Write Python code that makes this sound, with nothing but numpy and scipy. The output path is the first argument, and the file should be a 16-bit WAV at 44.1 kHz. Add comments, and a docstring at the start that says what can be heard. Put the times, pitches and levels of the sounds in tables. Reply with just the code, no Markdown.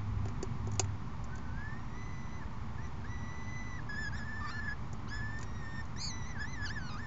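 """Falcon chicks beg under a parent in a wooden, gravel-floored nest box on a roof.
Each cry is a reedy syrinx tone: thin whines glide, quiver and break into squeals, rasping under strain.
A second voice cuts in with a croak and later a screech. Beak and claws click on the gravel and knock
the floor, and the plywood walls add a short ring. Behind it all, a bed of city rumble and ventilation
hum comes through the opening."""
import sys
import numpy as np
from scipy import signal
from scipy.fft import rfft, irfft, next_fast_len
from scipy.io import wavfile
from scipy.ndimage import map_coordinates

SR = 44100
rng = np.random.default_rng(int(sys.argv[2]) if len(sys.argv) > 2 else 0)


def bounce(signal):
    """Save signal as a 16-bit WAV file at the path given by the first command-line argument."""
    frames = np.transpose(np.atleast_2d(signal))
    limited = np.clip(frames, -1, 1)
    pcm = np.round(limited * 32767).astype(np.int16)
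    wavfile.write(sys.argv[1], SR, pcm)


N = 311346
TIME = np.arange(N) / SR

# six whines, a long swooping squeal, then the second voice's croak and screech:
# (start [s], end [s], fundamental [dB], overtones [dB], flat start [share of pitch], closing fall [s])
CRIES = [(1.299, 2.444, -54, -72.5, 0.06, 0.06), (2.78, 2.88, -55.5, -73.5, 0.12, 0.0),
         (3.04, 3.806, -49, -68, 0.24, 0.025), (3.889, 4.094, -46, -57, 0.0017, 0.0),
         (4.121, 4.737, -50, -63.5, 0.16, 0.0), (5.07, 5.82, -49, -62, 0.35, 0.0),
         (5.961, 7.06, -48, -61, 0.16, 0.0), (4.406, 4.602, -52.0, -57, 0.0059, 0.0),
         (5.998, 6.089, -44, -61, 0.05, 0.0)]
# the pitch line each cry aims at, one list per cry: (time [s], pitch [Hz])
PITCH_LINES = [
    [(1.42, 1535), (1.51, 1485), (1.62, 1690), (1.82, 1895), (1.88, 1878), (2.04, 2022), (2.29, 1975),
     (2.38, 2025)],
    [(2.8, 1890), (2.846, 1990), (2.88, 1920)],
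    [(3.11, 1990), (3.22, 1946), (3.3, 1972), (3.55, 2008), (3.7, 1987), (3.78, 1945)],
    [(3.887, 1720), (3.915, 1664), (3.935, 1710), (3.955, 1650), (3.994, 1770), (4.042, 1733),
     (4.058, 1640), (4.08, 1680), (4.092, 1600)],
    [(4.145, 1810), (4.179, 1895), (4.201, 1705), (4.23, 1675), (4.25, 1745), (4.51, 1795), (4.55, 1745),
     (4.67, 1734), (4.704, 1635), (4.734, 1725)],
    [(5.17, 1755), (5.196, 1685), (5.22, 1740), (5.38, 1795), (5.43, 1872), (5.58, 1895), (5.666, 1800),
     (5.71, 1830), (5.82, 1812)],
    [(5.96, 2020), (6.033, 2235), (6.084, 2230), (6.115, 1985), (6.19, 1985), (6.245, 1925), (6.284, 2066),
     (6.346, 1890), (6.385, 1520), (6.412, 1735), (6.435, 1660), (6.49, 2035), (6.53, 2040), (6.58, 1770),
     (6.632, 1660), (6.651, 1762), (6.682, 1370), (6.71, 1730), (6.744, 1915), (6.806, 1535), (6.891, 1425),
     (6.904, 1255), (6.965, 1225), (6.995, 1665), (7.023, 1841), (7.06, 1760)],
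    [(4.405, 1277), (4.424, 1150), (4.447, 1250), (4.47, 1125), (4.497, 1210), (4.516, 1373), (4.565, 1434)],
    [(6.023, 2470), (6.075, 2400)],
]
# spells in which the voice is pressed harder or cracks:
# (time [s], half length [s], fundamental [dB], overtones [dB], hoarseness [0-1])
STRAINS = [(1.345, 0.016, 8.5, 1, 0.06), (1.44, 0.13, -4.0, -14, 0.5), (1.87, 0.05, -12.0, -7, 0.3),
           (2.85, 0.027, 1, 6, 0.5), (3.06, 0.02, -11, 0, 0.4), (3.21, 0.05, -3.0, -2.0, 0.1),
           (4.02, 0.049, -1.5, 7.5, 0), (4.18, 0.035, -3.5, 8.5, 0.6), (4.5, 0.037, -1.5, 9, 0.35),
           (4.7, 0.05, 2.5, 1, 0.1), (5.09, 0.021, -14, 2, 0.9), (5.16, 0.037, -1.5, 14, 0.2),
           (5.5, 0.079, -5, -4.0, 0.1), (5.79, 0.074, 4, 8.5, 0.03), (6.05, 0.09, -7, 12, 0.3),
           (6.29, 0.033, -3, -2, 0.5), (6.36, 0.029, -3.5, -24, 0.02), (6.42, 0.021, -1, 12, 0.1),
           (6.68, 0.041, -0.5, 14.5, 0.35), (6.92, 0.05, -11, 14.0, 0.37)]
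# balance of the voice's partials 2 to 5: (level [dB])
OVERTONE_TRIMS = [0.5, -4.5, -12.5, -26.5]
# throat and box resonances, lighting up each partial that glides through: (frequency [Hz], gain [dB])
THROAT_EQ = [(1200.0, 8.5), (1520.0, -4.5), (1670.0, 6), (1780.0, 4.5), (1880.0, -6.5), (2000.0, -3.0),
             (2350.0, -10), (3050.0, -5.5), (3500.0, -11.5), (4000.0, 0.5), (4450.0, 5), (4800.0, 4.0),
             (5100.0, 3), (5500.0, -1.0), (6000.0, 10.5), (6700.0, 4.5), (7400.0, -1.0)]
# beak and claws on gravel: (time [s], level [dB], floor knock [dB], mids [dB], contact hardness [Hz])
CLICKS = [(.2552, -42.5, 6, 13, 700), (.2838, -38.5, -6, 6.5, 900), (.428, -28.5, 4, -1.5, 372),
          (.672, -41, 5, -1, 550), (.7168, -39.5, -21, -3, 895), (.736, -39.5, -20, -9, 900),
          (.755, -42, -14, 4, 900), (0.7955, -12, -15.5, 0, 1500), (.8435, -42.5, -21, 16.5, 900),
          (1.2416, -42.5, -22, -14, 894), (1.3558, -42.5, -16, -4, 900), (1.381, -45, -6, 3, 900),
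          (2.869, -51, -14, 5, 900), (4.9312, -39, -9, -13, 920), (5.3887, -39, -13, 3, 900),
          (5.412, -40.5, -23, 4, 900), (5.4296, -34, -18, 4.5, 900), (5.8536, -51, -19, 8, 875),
          (6.94, -51, -25, -8, 900)]
# tone colour of a struck pebble: (frequency [Hz], level [dB])
PEBBLE_SPECTRUM = [(600, -27.5), (1200, -13.5), (1650, -7), (2000, -13.5), (2250, -6.5), (2700, -14),
                   (3900, -15.5), (4700, -3.5), (5250, -11), (6100, -1.5), (6850, 0), (7500, -5),
                   (9000, -15), (12000, -83)]
# modes of the wooden floor: (frequency [Hz], level [dB], t60 [s])
FLOOR_MODES = [(257, -1, 0.012), (377, 2.5, 0.068), (524, -4.5, 0.063), (711, 7, 0.031), (784, 5, 0.036),
               (972, 1, 0.031), (1290, -8.5, 0.024)]
# ring time of the plywood walls: (frequency [Hz], t60 [s])
WALL_DECAY = [(200, 0.071), (2000, 0.09), (8000, 0.06)]
# low end of the traffic: (frequency [Hz], level [dB])
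RUMBLE_SPECTRUM = [(15, -10.5), (28, -6.5), (45, -2.5), (65, 1.5), (113, -2), (150, -4), (180, -10.5),
                   (240, -7.5), (272, -26), (320, -28), (375, -20.5), (430, -30.5), (550, -64), (900, -120)]
# airy wash of the city: (frequency [Hz], level [dB])
WASH_SPECTRUM = [(180, -32), (300, -3.5), (327, -11), (366, -12.5), (441, -11.5), (638, -14.5), (778, -8),
                 (1060, -4), (1700, -17.5), (1830, -12.5), (1940, -16.5), (2200, -16.5), (2610, -23),
                 (6400, -31), (9000, -38), (11700, -98.5), (19800, -120)]
# the far engine works harder: (time [s], half length [s], boost [dB], speed change [share])
ENGINE_SURGES = [(.15, 0.36, 14, -0.012), (.85, 0.32, 14, -0.017), (5.3, 0.175, 11.5, 0.0536)]
# hum lines of the roof fans: (frequency [Hz], level [dB], width [Hz])
FAN_LINES = [(214, -61, 30), (254.5, -62, 8), (297.2, -65.5, 4), (379.8, -67.5, 15), (596.4, -74, 4),
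             (896, -67, 4), (1160, -69.5, 25)]
# treble roll-off of the microphone: (frequency [Hz], gain [dB])
MICROPHONE_EQ = [(7250, -0.5), (7550, -9.5), (7850, -20.5), (9000, -18)]


def chicks(voice_db=-1):
    """The begging voices: every cry sung on its own pitch line."""
    out = np.zeros(N)
    for (start, end, tone_db, overtones_db, scoop, fall_s), line in zip(CRIES, PITCH_LINES):
        t = np.arange(start, end, 1 / SR)
        add(out, start, cry(t, glide(t, line, scoop, fall_s), tone_db, overtones_db))
    return amp(voice_db) * out


def cry(t, pitch, tone_db, overtones_db, waver=.004, clear_jitter=.0029, hoarse_jitter=.014,
        clear_rasp=.089, hoarse_rasp=1.05, shimmer_db=1.88, flutter_db=1.5, fade_s=.0035):
    """One side of a syrinx: a reedy, slightly wavering tone that turns bright or raspy under strain."""
    press_db, bright_db, hoarse = swells(STRAINS, t)
    jitter = clear_jitter + hoarse_jitter * hoarse
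    rasp = clear_rasp + hoarse_rasp * hoarse
    pitch = pitch * (1 + waver * wobble(70, t))
    phase = 2 * np.pi * np.cumsum(pitch * (1 + jitter * wobble(600, t))) / SR
    partials_db = [tone_db + press_db] + [overtones_db + bright_db + db for db in OVERTONE_TRIMS]
    tone = np.zeros(len(t))
    for k, db in enumerate(partials_db, 1):
        # turbulence spreads a skirt of noise around each partial
        skirt = rasp * complex_wobble(900, t) / np.sqrt(2)
        gain = amp(db + along(THROAT_EQ, k * pitch) + shimmer_db * wobble(90.3, t))
        tone += gain * np.imag((1 + skirt) * np.exp(1j * k * phase))
    flutter = amp(flutter_db * wobble(22, t))
    fades = np.clip(np.minimum(t - t[0], t[-1] - t) / fade_s, 0, 1)
    return np.sqrt(2) * tone * flutter * fades


def glide(t, line, scoop, fall_s, scoop_s=.025, fall_share=.22):
    """A cry scoops up to its pitch line, rides it and may sag as it runs out of air."""
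    flat = scoop * np.exp(-(t - t[0]) / scoop_s)
    sag = fall_share * np.clip(1 - (t[-1] - t) / max(fall_s, 1 / SR), 0, 1)
    aim_hz = np.interp(t, *np.transpose(line))
    return aim_hz * (1 - flat - sag + quiver(t))


def quiver(t, start=4.235, end=4.69, crest_s=4.26, rate_hz=19.4, depth=.018):
    """A spell of fast vibrato shakes one whine and the croak that overlaps it."""
    return depth * np.cos(2 * np.pi * rate_hz * (t - crest_s)) * (t > start) * (t < end)


def gravel(echo_s=.0035, echo_db=-7):
    """Each contact cracks on a pebble and knocks the floor; the nearest wall slaps the crack back."""
    out, t = np.zeros(N), np.arange(SR // 6) / SR
    for s, db, knock_db, mids_db, hardness_hz in CLICKS:
        crack = pebble_crack(t, mids_db)
        knock = amp(knock_db) * floor_knock(t, hardness_hz)
        add(out, s, amp(db) * (crack + knock))
        add(out, s + echo_s, amp(db + echo_db) * crack)
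    return out


def pebble_crack(t, mids_db, mids_hz=2500, bright_hz=5000, strike_db=-2, attack_s=.00046,
                 crack_db=-8, crack_t60=.014, ring_db=-18, ring_t60=.037):
    """A struck pebble gives a sharp transient, then grinds briefly on its neighbours."""
    def shelf(hz):
        return amp(along([(mids_hz, mids_db), (bright_hz, 0)], hz))

    attack = 1 - np.exp(-t / attack_s)
    decay = amp(crack_db - 60 * t / crack_t60) + amp(ring_db - 60 * t / ring_t60)
    crack = attack * decay * filtered(noise(PEBBLE_SPECTRUM, len(t)), shelf)
    strike = impulse(lambda hz: shelf(hz) * amp(along(PEBBLE_SPECTRUM, hz)))
    add(crack, 0, amp(strike_db) * strike)
    return crack


def floor_knock(t, hardness_hz):
    """The wooden floor rings in damped modes; a soft contact wakes only the low ones."""
    knock = np.zeros(len(t))
    for k, (hz, db, t60) in enumerate(FLOOR_MODES):
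        mode = amp(db - 60 * t / t60) * np.sin(2 * np.pi * hz * t)
        softening = np.hypot(1, (hz / hardness_hz) ** 3)
        knock += (-1) ** k * mode / softening  # neighbouring modes start in opposite directions
    return knock / 2


def wall_ring(x):
    """The plywood walls add a tight reverb that hangs longest in the mids."""
    hz, t, bands = signal.stft(rng.standard_normal(SR // 6), SR, nperseg=128)
    decay = amp(-60 * t / along(WALL_DECAY, hz)[:, None])
    tail = signal.istft(bands * decay, SR, nperseg=128)[1]
    return signal.fftconvolve(x, tail / np.linalg.norm(tail))[:N]


def traffic(rumble_db=-42.5, wash_db=-52, swell_s=.4, swell_half_s=.8, swell_db=3):
    """Street noise: a low rumble that swells once, under an almost steady wash."""
    passing_db, = swells([(swell_s, swell_half_s, swell_db)], TIME)
    rumble = amp(rumble_db + passing_db) * noise(RUMBLE_SPECTRUM, N)
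    wash = amp(wash_db + .12 * wobble(3, TIME)) * noise(WASH_SPECTRUM, N)
    return rumble + wash


def engine(idle_db=-55, idle_hz=104.1, drift=.015, flutter_db=3.1):
    """A far engine drones on one unsteady tone, swelling and bending as it works harder."""
    surge_db, speed_change = swells(ENGINE_SURGES, TIME)
    pitch = idle_hz * (1 + speed_change + drift * wobble(8, TIME))
    phase = 2 * np.pi * np.cumsum(pitch) / SR
    return amp(idle_db + surge_db + flutter_db * wobble(5.6, TIME)) * np.sqrt(2) * np.sin(phase)


def roof_fans():
    """Ventilation hum: narrow lines that wander in level and phase."""
    hum = np.zeros(N)
    for hz, db, width_hz in FAN_LINES:
        line = complex_wobble(width_hz, TIME) * np.exp(2j * np.pi * hz * TIME)
        hum += amp(db) * unit(line.real)
    return hum


def amp(db):
    """Decibels to gain."""
    return 10 ** (np.asarray(db) / 20)


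def unit(x):
    """x at rms 1."""
    return x / np.sqrt(np.mean(x ** 2) + 1e-20)


def along(points, hz):
    """Read (frequency [Hz], value) breakpoints on a log frequency axis."""
    freqs, values = np.transpose(points)
    return np.interp(np.log(hz + 1), np.log(freqs + 1), values)


def swells(rows, t):
    """Bell-shaped envelopes from (time [s], half length [s], amounts...), one sum per amount."""
    return sum(np.outer(amounts, np.exp(-((t - s) / half) ** 2)) for s, half, *amounts in rows)


def wobble(rate, t):
    """A smooth random modulator with rate knots a second."""
    at = (t - t[0]) * rate
    return map_coordinates(rng.standard_normal(int(at[-1]) + 4), [at], mode="mirror")


def complex_wobble(rate, t):
    """A random modulator of both level and phase."""
    return wobble(rate, t) + 1j * wobble(rate, t)


def filtered(x, response):
    """EQ x with a gain curve over frequency."""
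    size = next_fast_len(len(x) + 8192)
    return irfft(rfft(x, size) * response(np.fft.rfftfreq(size, 1 / SR)), size)[:len(x)]


def noise(spectrum, size):
    """Coloured noise of rms 1."""
    return unit(filtered(rng.standard_normal(size), lambda hz: amp(along(spectrum, hz))))


def impulse(gain, size=1024):
    """The minimum-phase click, of peak 1, of a body with this gain over frequency."""
    cepstrum = irfft(np.log(gain(np.fft.rfftfreq(size, 1 / SR)) + 1e-6))
    response = irfft(np.exp(rfft(2 * cepstrum[:size // 2], size)))
    return response / np.abs(response).max()


def add(track, s, sound):
    """Mix a sound into the track from second s on."""
    part = track[max(round(s * SR), 0):][:len(sound)]
    part += sound[:len(part)]


def scene(voice_send_db=-17, click_send_db=-11):
    """The mono mix: birds and gravel up close in the ringing box, the city bed outside."""
    voices, clicks = chicks(), gravel()
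    walls = amp(voice_send_db) * wall_ring(voices) + amp(click_send_db) * wall_ring(clicks)
    city = traffic() + engine() + roof_fans()
    return (voices + clicks + walls + city)[None]


def record(dry, cutoff_hz=9168, dc_offset=.0088):
    """The nest camera's microphone passes little treble, and its converter rests slightly off zero."""
    dulled = filtered(dry[0], lambda hz: amp(along(MICROPHONE_EQ, hz)) * (hz < cutoff_hz))
    return dc_offset + dulled[None]


dry = scene()
out = record(dry)
bounce(out)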